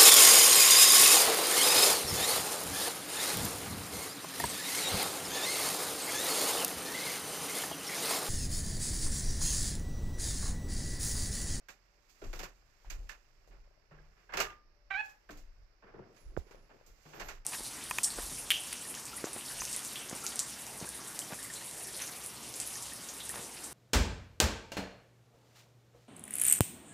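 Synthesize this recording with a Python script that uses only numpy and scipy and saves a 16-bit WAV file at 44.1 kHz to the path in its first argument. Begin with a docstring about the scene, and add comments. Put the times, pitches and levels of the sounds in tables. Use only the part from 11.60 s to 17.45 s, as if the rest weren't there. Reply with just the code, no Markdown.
"""Boots on a cabin porch

Someone in boots walks over a plank porch, works a latch and pulls a heavy wooden door open.
Shaped noise makes knocks, scuffs, latch clatter and rustling clothes; low resonances boom as the deck.
Struck modes ring as boards, ticks and latch plate; a stick-slip tone squeaks as the hinge.
Short flickering high tones, a narrow hiss and a hand bumping the microphone join a quiet room tone."""
import sys
import numpy as np
from scipy import signal
from scipy.fft import rfft, irfft, next_fast_len
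from scipy.io import wavfile
from scipy.ndimage import uniform_filter1d

SR = 44100
rng = np.random.default_rng(int(sys.argv[2]) if len(sys.argv) > 2 else 0)


def wrap_up_sound(samples):
    """Save the sound to the file named by the first command line argument, as 16-bit audio."""
    columns = np.atleast_2d(samples).T
    # keep every value between -1 and 1, then stretch to whole-number steps
    tamed = np.clip(columns, -1, 1)
    steps = np.round(tamed * 32767).astype(np.int16)
    wavfile.write(sys.argv[1], SR, steps)


N = 257984
STEP = 16   # samples between envelope points

# centres of the three contact registers: thud, knock and grit (f/Hz)
REGISTERS_HZ = (300, 1600, 7000)
# where feet and clothes sit as the microphone sways in the hand: t/s, left-right pan/dB
SWAY = [(0, -10), (.5, -13.5), (.75, -6.5), (1.4, -12), (2.3, -11.5), (2.6, -7), (3.7, -4), (4.3, -8),
        (4.8, -13.5), (5.2, -3), (5.5, -10), (5.85, -7.5)]


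def amp(db):
    """Decibels to gain."""
    return 10 ** (np.asarray(db) / 20)


def rms_one(x):
    """Scale to unit rms."""
    return x / np.sqrt(np.mean(x ** 2) + 1e-20)


def in_time(rows, outside=None):
    """Columns of a curve at every sample."""
    s, *columns = np.transpose(rows)
    return [np.interp(np.arange(N) / SR, s, c, outside, outside) for c in columns]


def gate(rows, fade_samples):
    """Open from the first to the last row of a curve, with short fades."""
    is_open = in_time([(row[0], 1) for row in rows], outside=0)[0]
    return uniform_filter1d(is_open, size=fade_samples)


def at_hz(points, hz):
    """Read a spectrum on a log-frequency axis."""
    point_hz, level_db = np.array(points)[:, 0], np.array(points)[:, 1]
    return np.interp(np.log(hz), np.log(point_hz), level_db)


def sides(pan_db):
    """Left and right gains for a left-right level difference."""
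    return amp(np.array([[.5], [-.5]]) * pan_db)


def flicker(shape, smooth):
    """Low-passed random wavering of rms 1."""
    return rms_one(signal.lfilter([1], [1, -smooth], rng.standard_normal(shape)))


def swell(t, s, rise_db_per_s, fall_db_per_s, hold_s=0.0):
    """Level in dB that climbs to 0 at s, holds, then sinks."""
    climb = -rise_db_per_s * np.maximum(s - t, 0)
    return climb - fall_db_per_s * np.maximum(t - s - hold_s, 0)


def ring(x, hz, t60):
    """A decaying two-pole mode: a unit click sets a sine of height 1 ringing."""
    r, w = amp(-60 / (t60 * SR)), 2 * np.pi * hz / SR
    return signal.lfilter([0, np.sin(w)], [1, -2 * r * np.cos(w), r * r], x + 1e-18)


def resonate(x, hz, width_hz):
    """Two-pole resonance with gain 1 on top."""
    r = np.exp(-np.pi * width_hz / SR)
    poles = [1, -2 * r * np.cos(2 * np.pi * hz / SR), r * r]
    return signal.lfilter([(1 - r * r) / 2, 0, (r * r - 1) / 2], poles, x)


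def blow(s, level_db, hz, t60, contact_s):
    """One mode struck by a contact that lasts a moment; longer contacts strike softer."""
    out, i = np.zeros(N), round(s * SR)
    click = np.zeros(min(SR, N - i))
    soft = np.hanning(int(contact_s * SR) + 3)
    click[:len(soft)] = -amp(level_db) * soft / soft.sum()
    out[i:i + len(click)] = ring(click, hz, t60)
    return out


def bands(envelope_at, grain_db):
    """Third-octave bands of grainy stereo noise, shaped before the filter so that each band rings on."""
    # how alike the two sides are: f/Hz, correlation (0-1)
    side_likeness = [(40, 0.48), (300, 0.79), (1500, 0.022), (8000, 0.039)]
    # the two microphone ports differ: f/Hz, left-right difference/dB
    port_lean = [(100, 4.5), (500, 8), (2000, -4.5), (4000, -10), (8000, -4), (13000, 4)]
    out, edges = 0, 56 * 2 ** np.arange(0, 8.4, 1 / 3)   # Hz
    grain_gain = amp(grain_db * np.minimum(rng.exponential(1, N), 4))
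    grains = rms_one(rng.standard_normal((2, 2, N)) * grain_gain)
    for k, (low, high) in enumerate(zip(edges, edges[1:])):
        hz = np.sqrt(low * high)
        alike = np.clip(at_hz(side_likeness, hz), 0, 1)
        mid, side = grains[k % 2]   # neighbouring bands take different noise
        pair = (np.sqrt(1 + alike) * mid + np.sqrt(1 - alike) * side * [[1], [-1]]) / np.sqrt(2)
        shaped = pair * envelope_at(hz) * sides(at_hz(port_lean, hz))
        band = signal.butter(2, [low, high], "band", fs=SR, output="sos")
        out = out + signal.sosfilt(band, shaped)
    return out


def room_tone():
    """Steady air and microphone noise with two faint narrow hums of resonant noise."""
    # colour of the air: f/Hz, relative density/dB
    air_colour = [(35, -30), (60, 3), (168, -7.5), (244, -7), (371, -6), (527, -34.5), (579, -10),
                  (698, -13.5), (2300, -13.5), (3420, -35), (4970, -11), (6580, -57), (9570, -71),
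                  (14600, -12), (16000, -66)]
    air = rms_one(bands(lambda hz: amp(at_hz(air_colour, hz)), grain_db=2))
    hum = rms_one(resonate(rng.standard_normal(N), 584, 3.5))
    low_hum = rms_one(resonate(rng.standard_normal(N), 121.2, 5.0))
    return amp(-75.5) * air + amp(-86.5) * hum + amp(-88.5) * low_hum


def rubbing_power():
    """Power of dragging soles and rustling clothes in the three registers, before colouring."""
    # soles dragging over the planks: t/s of the top, low level/dB, middle level/dB re low
    sole_drags = [(.8, -63, -11), (1.4, -63.5, -12), (2.82, -56.5, -17), (4.42, -60.5, -8),
                  (4.71, -64, -26), (4.92, -69, -1.5), (5.62, -52, 1.5), (5.741, -87, 22)]
    # clothes rustling, high register: t/s, level/dB
    rustle_curve = [(0, -89), (.42, -85.5), (.7, -69), (1.04, -84), (1.4, -75.5), (1.61, -83), (2.23, -93),
                    (2.64, -82.5), (3.06, -100), (3.36, -92), (3.46, -64.5), (3.53, -83.5), (3.84, -85.5),
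                    (4.42, -100), (4.58, -75.5), (4.75, -86.5), (5.3, -80.5), (5.62, -64.5), (5.74, -67.5),
                    (5.85, -91.5)]
    drag_rise_db_per_s, drag_fall_db_per_s, drag_rest_db = 143, 127, -81.5
    # middle register at mean rustle, and the share of the rustle's swing that it follows
    rustle_middle_db, middle_follows = -74, 0.3
    t, rustle_db = np.arange(0, N, STEP) / SR, in_time(rustle_curve)[0][::STEP]
    low = amp(2 * drag_rest_db) + 0 * t
    middle = amp(2 * (rustle_middle_db + middle_follows * (rustle_db - rustle_db.mean())))
    for s, low_db, middle_db in sole_drags:
        drag = amp(2 * (low_db + swell(t, s, drag_rise_db_per_s, drag_fall_db_per_s)))
        low, middle = low + drag, middle + drag * amp(2 * middle_db)
    rub_sides = sides(2 * -2.5)   # pan of -2.5 dB; doubled decibels because these are powers
    high = amp(2 * rustle_db) * sides(2 * in_time(SWAY)[0][::STEP])
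    return np.array([low * rub_sides, middle * rub_sides, high])


def contacts():
    """All wood, latch and door contacts as (t/s, level/dB, thud/dB, grit/dB, pan/dB)."""
    # soles and knuckles on wood: t/s, nominal level/dB, thud/dB re level, grit/dB re level
    wood_knocks = [(0.084, -41.5, -17, -8.5), (0.494, -65.5, -14, 3.5), (0.615, -45, 7.5, -16),
                   (0.638, -52.5, -11, -2.5), (0.729, -37, -5.5, -9), (0.748, -53.5, -10, 5),
                   (0.79, -34, -6.5, -6.5), (0.828, -34.5, -11, -7), (1.248, -54.5, -9, -22),
                   (1.299, -39, -10.5, -3), (1.49, -35.5, -22.5, -12.5), (1.871, -69, 11, 0),
                   (1.908, -57, -7, -47), (2.308, -50, -4, -51), (2.563, -60, -10, -57),
                   (3.689, -41.5, -5.5, -21), (3.705, -52.5, 3.5, 0), (3.77, -57.5, -10, 3),
                   (4.221, -51, -2.5, -51), (4.266, -52.5, 0, -48), (4.335, -51.5, 8.5, -47),
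                   (4.382, -54, 8.5, -42), (4.562, -55, -12, -11), (4.77, -53.5, 5.5, -6.5),
                   (4.866, -57, -21, -15.5), (4.908, -50, -27, -12.5), (4.945, -63, 7, -31),
                   (5.091, -55, 1, -43), (5.261, -70, 11.5, 14), (5.45, -51, 4, -18.5),
                   (5.53, -43, 1.5, -33), (5.568, -66, -11, -11), (5.596, -29.5, -10, -13.5),
                   (5.684, -30, -17.5, -14)]
    # latch parts hitting each other: t/s, nominal level/dB, grit/dB re level
    latch_hits = [(2.691, -42.5, -53.5), (2.721, -33.5, -30), (2.735, -24.5, -20), (2.77, -18, -13.5),
                  (2.789, -20, -15.5), (2.801, -19.5, -5.5), (2.819, -31, -7), (2.829, -29.5, -20),
                  (2.842, -42, -5.5), (2.896, -40, -20.5)]
    # the door jerks on its hinge: t/s, nominal level/dB, grit/dB re level
    door_jerks = [(3.302, -35.5, -50), (3.491, -53, -4.5)]
    latch_thud_db, latch_pan_db = -16.5, -7.5
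    jerk_thud_db, jerk_pan_db = -34, -1
    return ([(*row, np.interp(row[0], *np.transpose(SWAY))) for row in wood_knocks]
            + [(s, db, latch_thud_db, grit_db, latch_pan_db) for s, db, grit_db in latch_hits]
            + [(s, db, jerk_thud_db, grit_db, jerk_pan_db) for s, db, grit_db in door_jerks])


def contact_levels(crack_db=-2.0, crack_s=0.002, rise_s=0.0026, treble_decay=0.13, base_db=7.0):
    """Level in dB of thud, knock and grit: a crack and a dying crunch per contact; rubbing fills the gaps."""
    # how far each register follows the pan: share for thud, knock, grit
    pan_share = (0.64, 0.25, 1)
    # unevenness of each register: rms/dB for thud, knock, grit
    clump_db = (3.0, 2.0, 1.0)
    # knock decay at -40 dB with grit at -15 dB; louder and grittier contacts die sooner
    contact_t60_s, shorter_per_level_db, shorter_per_grit_db = 0.24, 0.0262, 0.0138
    t = np.arange(int(.6 * SR / STEP)) * STEP / SR
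    power = rubbing_power()
    for s, level_db, thud_db, grit_db, pan_db in contacts():
        shorter = shorter_per_level_db * (level_db + 40) + shorter_per_grit_db * (grit_db + 15)
        t60 = contact_t60_s * np.exp(-shorter)
        i = round(s * SR / STEP)
        for k, offset_db in enumerate((thud_db, 0, grit_db)):
            # highs die sooner
            fade = max(t60, .02) * (REGISTERS_HZ[1] / REGISTERS_HZ[k]) ** treble_decay
            crunch = amp(-120 * t / fade)
            crack = amp(2 * crack_db) * np.exp(-2 * t / crack_s)
            onset = 1 - np.exp(-t / rise_s)
            shape = (crunch + crack) * onset * amp(2 * (level_db - base_db + offset_db))
            panned = shape * sides(2 * pan_share[k] * pan_db)
            power[k, :, i:i + len(t)] += panned[:, :power.shape[2] - i]
    clumps = flicker((3, 1, power.shape[2]), .93)   # clumps a few ms long
    return 10 * np.log10(power) + np.reshape(clump_db, (3, 1, 1)) * clumps


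def register_weights(hz):
    """How much thud, knock and grit count at this frequency."""
    return [np.interp(np.log(hz), np.log(REGISTERS_HZ), row) for row in np.eye(3)]


def wood_contacts():
    """Contact and rubbing noise coloured between the registers, plus the planks' resonances."""
    # colour of the contacts: f/Hz, relative density/dB
    wood_colour = [(59, -51), (100, -16.5), (271, -14.5), (398, -11), (583, -10), (891, -10), (1030, -8.5),
                   (1610, -6), (2750, -9), (3540, -20), (4470, -13), (7290, -17.5), (9820, -23),
                   (14400, -16), (16000, -20.5)]
    # resonances of the planks: f/Hz, width/Hz, added level/dB
    plank_peaks = [(400, 19, -11.5), (774, 26, -5.5), (1100, 34, -12.5), (1433, 33, -8), (1730, 15, -11),
                   (2440, 38.6, -11), (4700, 120, -12), (6360, 400, -2.5), (7360, 910, 1)]
    levels_db = contact_levels()
    flat = np.array([at_hz(wood_colour, hz) for hz in REGISTERS_HZ])
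    # from a register's level to its density, by its width in Hz
    width_db = 10 * np.log10(SR / 2 / np.array([580, 2800, 12500]))

    def envelope_at(hz):
        """Both sides' gain over time for the band at hz."""
        weight = register_weights(hz)
        colour = at_hz(wood_colour, hz) + np.dot(weight, width_db - flat)
        gain = amp(colour + np.tensordot(weight, levels_db, axes=1))
        return np.repeat(gain, STEP, axis=1)[:, :N]

    crunch = bands(envelope_at, grain_db=2.0)
    return crunch + sum(amp(db) * resonate(crunch, hz, width) for hz, width, db in plank_peaks)


def deck_level():
    """Each landing swings up from rest, holds and dies in two stages."""
    # the body's weight lands on the deck: t/s, drive level/dB, hold/s
    weight_landings = [(0.126, -72, 0.01), (0.668, -36, 0.013), (0.768, -42.5, 0.018), (1.291, -40, .04),
                       (1.36, -42.5, 0.065), (1.904, -55, 0.14), (1.766, -64.5, 0.033), (2.368, -58, 0.12),
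                       (2.743, -53, .13), (3.07, -62, 0.025), (3.268, -61.5, 0.088), (3.74, -50, 0.15),
                       (4, -54, 0.023), (4.3, -63.5, 0.077), (4.669, -45.5, 0.0078), (4.778, -49, 0.0079),
                       (4.96, -57.5, 0.052), (5.293, -56.5, 0.028), (5.62, -50, 0.18)]
    rise_s, fall_db_per_s, rest_db = 0.072, 169, -70.5
    settle_db, settle_db_per_s = -20, 41   # a fainter swing dies away more slowly
    t = np.arange(0, N, STEP) / SR
    power = amp(2 * rest_db)
    for s, level_db, hold_s in weight_landings:
        rise = (level_db - rest_db) / rise_s
        main_db = level_db + swell(t, s, rise, fall_db_per_s, hold_s)
        settling_db = level_db + settle_db + swell(t, s, rise, settle_db_per_s, hold_s)
        power = power + amp(2 * main_db) + amp(2 * settling_db)
    return np.interp(np.arange(N) / SR, t, np.sqrt(power))


def deck(side_db=-12.5):
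    """Weight shifts shake a few low joist modes, nearly alike on both sides."""
    # joist modes: f/Hz, width/Hz of each of two passes, relative level/dB
    joist_modes = [(24.1, 9, 2), (39.8, 8.6, 0), (57.4, 35, -15.5)]
    push = rng.standard_normal((2, N + SR))   # the first second lets the modes build up
    sway = 0
    for hz, width, db in joist_modes:
        sway = sway + amp(db) * rms_one(resonate(resonate(push, hz, width), hz, width))
    sway = sway[:, SR:]
    # even out the random swell, so that the boom follows the weight
    local_rms = np.sqrt(uniform_filter1d(sway ** 2, int(.07 * SR)))
    mid, side = deck_level() * sway / (local_rms + 0.11)
    return mid + amp(side_db) * side * [[1], [-1]]


def ticks():
    """Struck modes: dry ticks of a few cycles, and boards that ring longer."""
    # dry ticks of planks and fittings: t/s, level/dB, f/Hz, left-right pan/dB
    dry_ticks = [(1.247, -49, 875, 1), (1.264, -60, 743, 10), (1.876, -60, 560, 22), (2.075, -68, 574, 28),
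                 (2.111, -64.5, 616, 25), (2.176, -70, 617, 29), (4.265, -54, 362, 2),
                 (4.867, -55, 387, -13), (4.911, -54.5, 416, 22), (4.946, -53, 530, 27),
                 (5.145, -59, 540, 22), (5.212, -58.5, 546, 25)]
    # boards and panels ringing at one pitch: t/s, level/dB, f/Hz, t60/s, left-right pan/dB
    ringing_boards = [(0.086, -46.5, 1624, 0.05, -10), (1.495, -44.5, 1760, 0.044, -19),
                      (1.495, -44.5, 2640, 0.03, -16), (1.303, -42, 6470, 0.018, -22),
                      (2.315, -55, 152.2, 0.68, 0), (2.388, -57.5, 1620, 0.041, -14),
                      (2.693, -53, 1613, 0.068, -12), (3.692, -44, 1550, 0.047, -8),
                      (3.7, -49.5, 295.5, 0.34, -1), (4.39, -52.5, 374.5, 0.36, 4),
                      (5.456, -55, 152.4, 0.64, 4)]
    tick_cycles = 12.6   # cycles until a tick is 60 dB down
    out = 0
    for s, db, hz, pan_db in dry_ticks:
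        out = out + sides(pan_db) * blow(s, db, hz, tick_cycles / hz, 0.00024)
    for s, db, hz, t60, pan_db in ringing_boards:
        out = out + sides(pan_db) * blow(s, db, hz, t60, 0.354 / hz)
    return out


def latch_ring():
    """Single modes of the latch plate, each set off by one blow of the bolt."""
    # plate modes: t/s, level/dB, f/Hz, t60/s
    plate_modes = [(2.774, -36, 395, .2), (2.806, -36, 2850, .1), (2.868, -46, 1203, .33)]
    return sum(blow(s, db, hz, t60, 0.7 / hz) for s, db, hz, t60 in plate_modes)


def hinge(rough=.1):
    """Quick regular stick-slips; when strong and weak ones alternate, half-pitch lines appear."""
    # the squeak: t/s, slip rate/Hz, level/dB, strong-weak alternation (0-1)
    hinge_slips = [(3.303, 644, -55.5, 0.32), (3.309, 786, -36.5, 0.53), (3.332, 786, -40.5, 0.25),
                   (3.347, 760, -37, 0.13), (3.362, 793, -36.5, 0.075), (3.375, 825, -39.5, 0.036),
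                   (3.393, 843, -38, 0.027), (3.408, 846, -33.5, 0.027), (3.418, 842, -46.5, 0.022),
                   (3.46, 838, -57, .03), (3.56, 835, -77.5, .03)]
    # what the hinge and door radiate: f/Hz, gain/dB
    hinge_body = [(380, -25), (780, -6.5), (1600, 0), (2450, -1), (3300, -20.5), (4200, -23.5), (5000, -40),
                  (7800, -40.5)]
    jitter = 0.0124   # rms share of the slip rate
    on = gate(hinge_slips, 90)
    turning = on > 1e-6
    rate_hz, level_db, alternate = [column[turning] for column in in_time(hinge_slips)]
    count = len(rate_hz)
    phase = 2 * np.pi * np.cumsum(rate_hz * (1 + jitter * flicker(count, .995))) / SR
    out = np.zeros(N)
    for k in range(1, 19):   # partials of half the slip rate
        share = np.clip(alternate, 0, 1) if k % 2 else 1
        uneven = 1 + rough * k * flicker(count, .99) / 2   # higher partials waver more
        gain = amp(level_db + at_hz(hinge_body, k * rate_hz / 2))
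        out[turning] += share * uneven * gain * np.sin(k * phase / 2 + rng.uniform(0, 2 * np.pi))
    leaf = signal.butter(6, 7800, fs=SR, output="sos")   # the heavy door leaf radiates little higher
    return signal.sosfilt(leaf, out * on + 1e-18)


def porch(x):
    """Porch echoes: eight feedback delays a side, duller on every round, on a frequency grid."""
    t60_s, cut_hz = 0.38, 3500   # decay in the bass; treble loss per round
    size = next_fast_len(N + SR)
    hz = np.arange(size // 2 + 1) * SR / size
    echoes = np.zeros((2, len(hz)), complex)
    for k, lag in enumerate(np.geomspace(.009, .031, num=16)):   # lag in s
        back = amp(-60 * lag / t60_s) / (1 + 1j * hz / cut_hz) * np.exp(-2j * np.pi * hz * lag)
        echoes[k % 2] += (-1) ** (k // 2) * back / (1 - back)
    return irfft(rfft(x, size) * echoes, size)[:, :N]


def high_tones_and_hiss():
    """Short, thin, flickering sine tones near 11-13 kHz, and a narrow hiss of resonant noise."""
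    # two gliding tones, each: t/s, f/Hz, level/dB
    high_tones = [
        [(5.54, 11700, -77), (5.558, 13400, -72), (5.6, 13000, -73)],
        [(5.62, 11369, -79), (5.672, 13100, -67), (5.72, 11500, -80)],
    ]
    # hiss in a narrow high band: t/s, level/dB
    narrow_hiss = [(4.5, -109), (4.608, -75), (4.762, -92), (4.768, -89), (5.042, -87), (5.1, -101)]
    hiss_hz, hiss_width_hz = 10400, 610   # width of each of two passes
    wobble = .015   # rms share of the pitch
    out = 0
    for rows in high_tones:
        hz, level_db = in_time(rows)
        uneven = 1 + 0.54 * flicker(N, 0.97)
        phase = 2 * np.pi * np.cumsum(hz * (1 + wobble * flicker(N, 0.86))) / SR
        out = out + gate(rows, 200) * amp(level_db) * uneven * np.sqrt(2) * np.sin(phase)
    hiss = rng.standard_normal((2, N))
    for _ in range(2):
        hiss = resonate(hiss, hiss_hz, hiss_width_hz)
    return out + amp(in_time(narrow_hiss, outside=-140)[0]) * rms_one(hiss)


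def bumps():
    """Soft knocks of a hand straight into the microphone housing, as struck modes."""
    # housing modes: t/s, f/Hz, level/dB, t60/s, left-right pan/dB
    housing_bumps = [(4.66, 44.3, -43, 0.18, -18), (4.7663, 1510, -39.5, 0.007, -26),
                     (4.768, 306, -35.5, 0.023, -13), (4.7744, 464, -24, 0.0082, -24.5),
                     (4.777, 62.5, -34.5, 0.084, -22)]
    out = 0
    for s, hz, db, t60, pan_db in housing_bumps:
        out = out + sides(pan_db) * blow(s, db, hz, t60, 0.28 / hz)   # contact of 0.28 cycle
    return out


def scene():
    """All sources; the hinge and latch plate echo under the porch roof."""
    hinge_pan_db, porch_db, high_pan_db, tone_pan_db = -10, -13.5, -13, -5
    metal = latch_ring() + hinge()
    door = sides(hinge_pan_db) * metal + amp(porch_db) * porch(metal)
    walker = wood_contacts() + deck() * sides(0.073) + ticks()
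    high = high_tones_and_hiss() * sides(high_pan_db)
    return room_tone() * sides(tone_pan_db) + walker + door + high + bumps()


def record(dry):
    """The microphone housing dents the response; the deepest bass and the top are cut."""
    # dips of the housing: f/Hz, width/Hz, depth (0-1)
    housing_dips = [(251, 108, 0.48), (8890, 2770, 0.65)]
    for hz, width, depth in housing_dips:
        dry = dry - np.clip(depth, 0, 1) * resonate(dry, hz, width)
    dry = signal.sosfilt(signal.butter(2, 15, "high", fs=SR, output="sos"), dry)
    # 70 dB down from 16.2 kHz up
    return signal.sosfilt(signal.cheby2(16, 70, 16200, fs=SR, output="sos"), dry)


dry = scene()
out = record(dry)
wrap_up_sound(out)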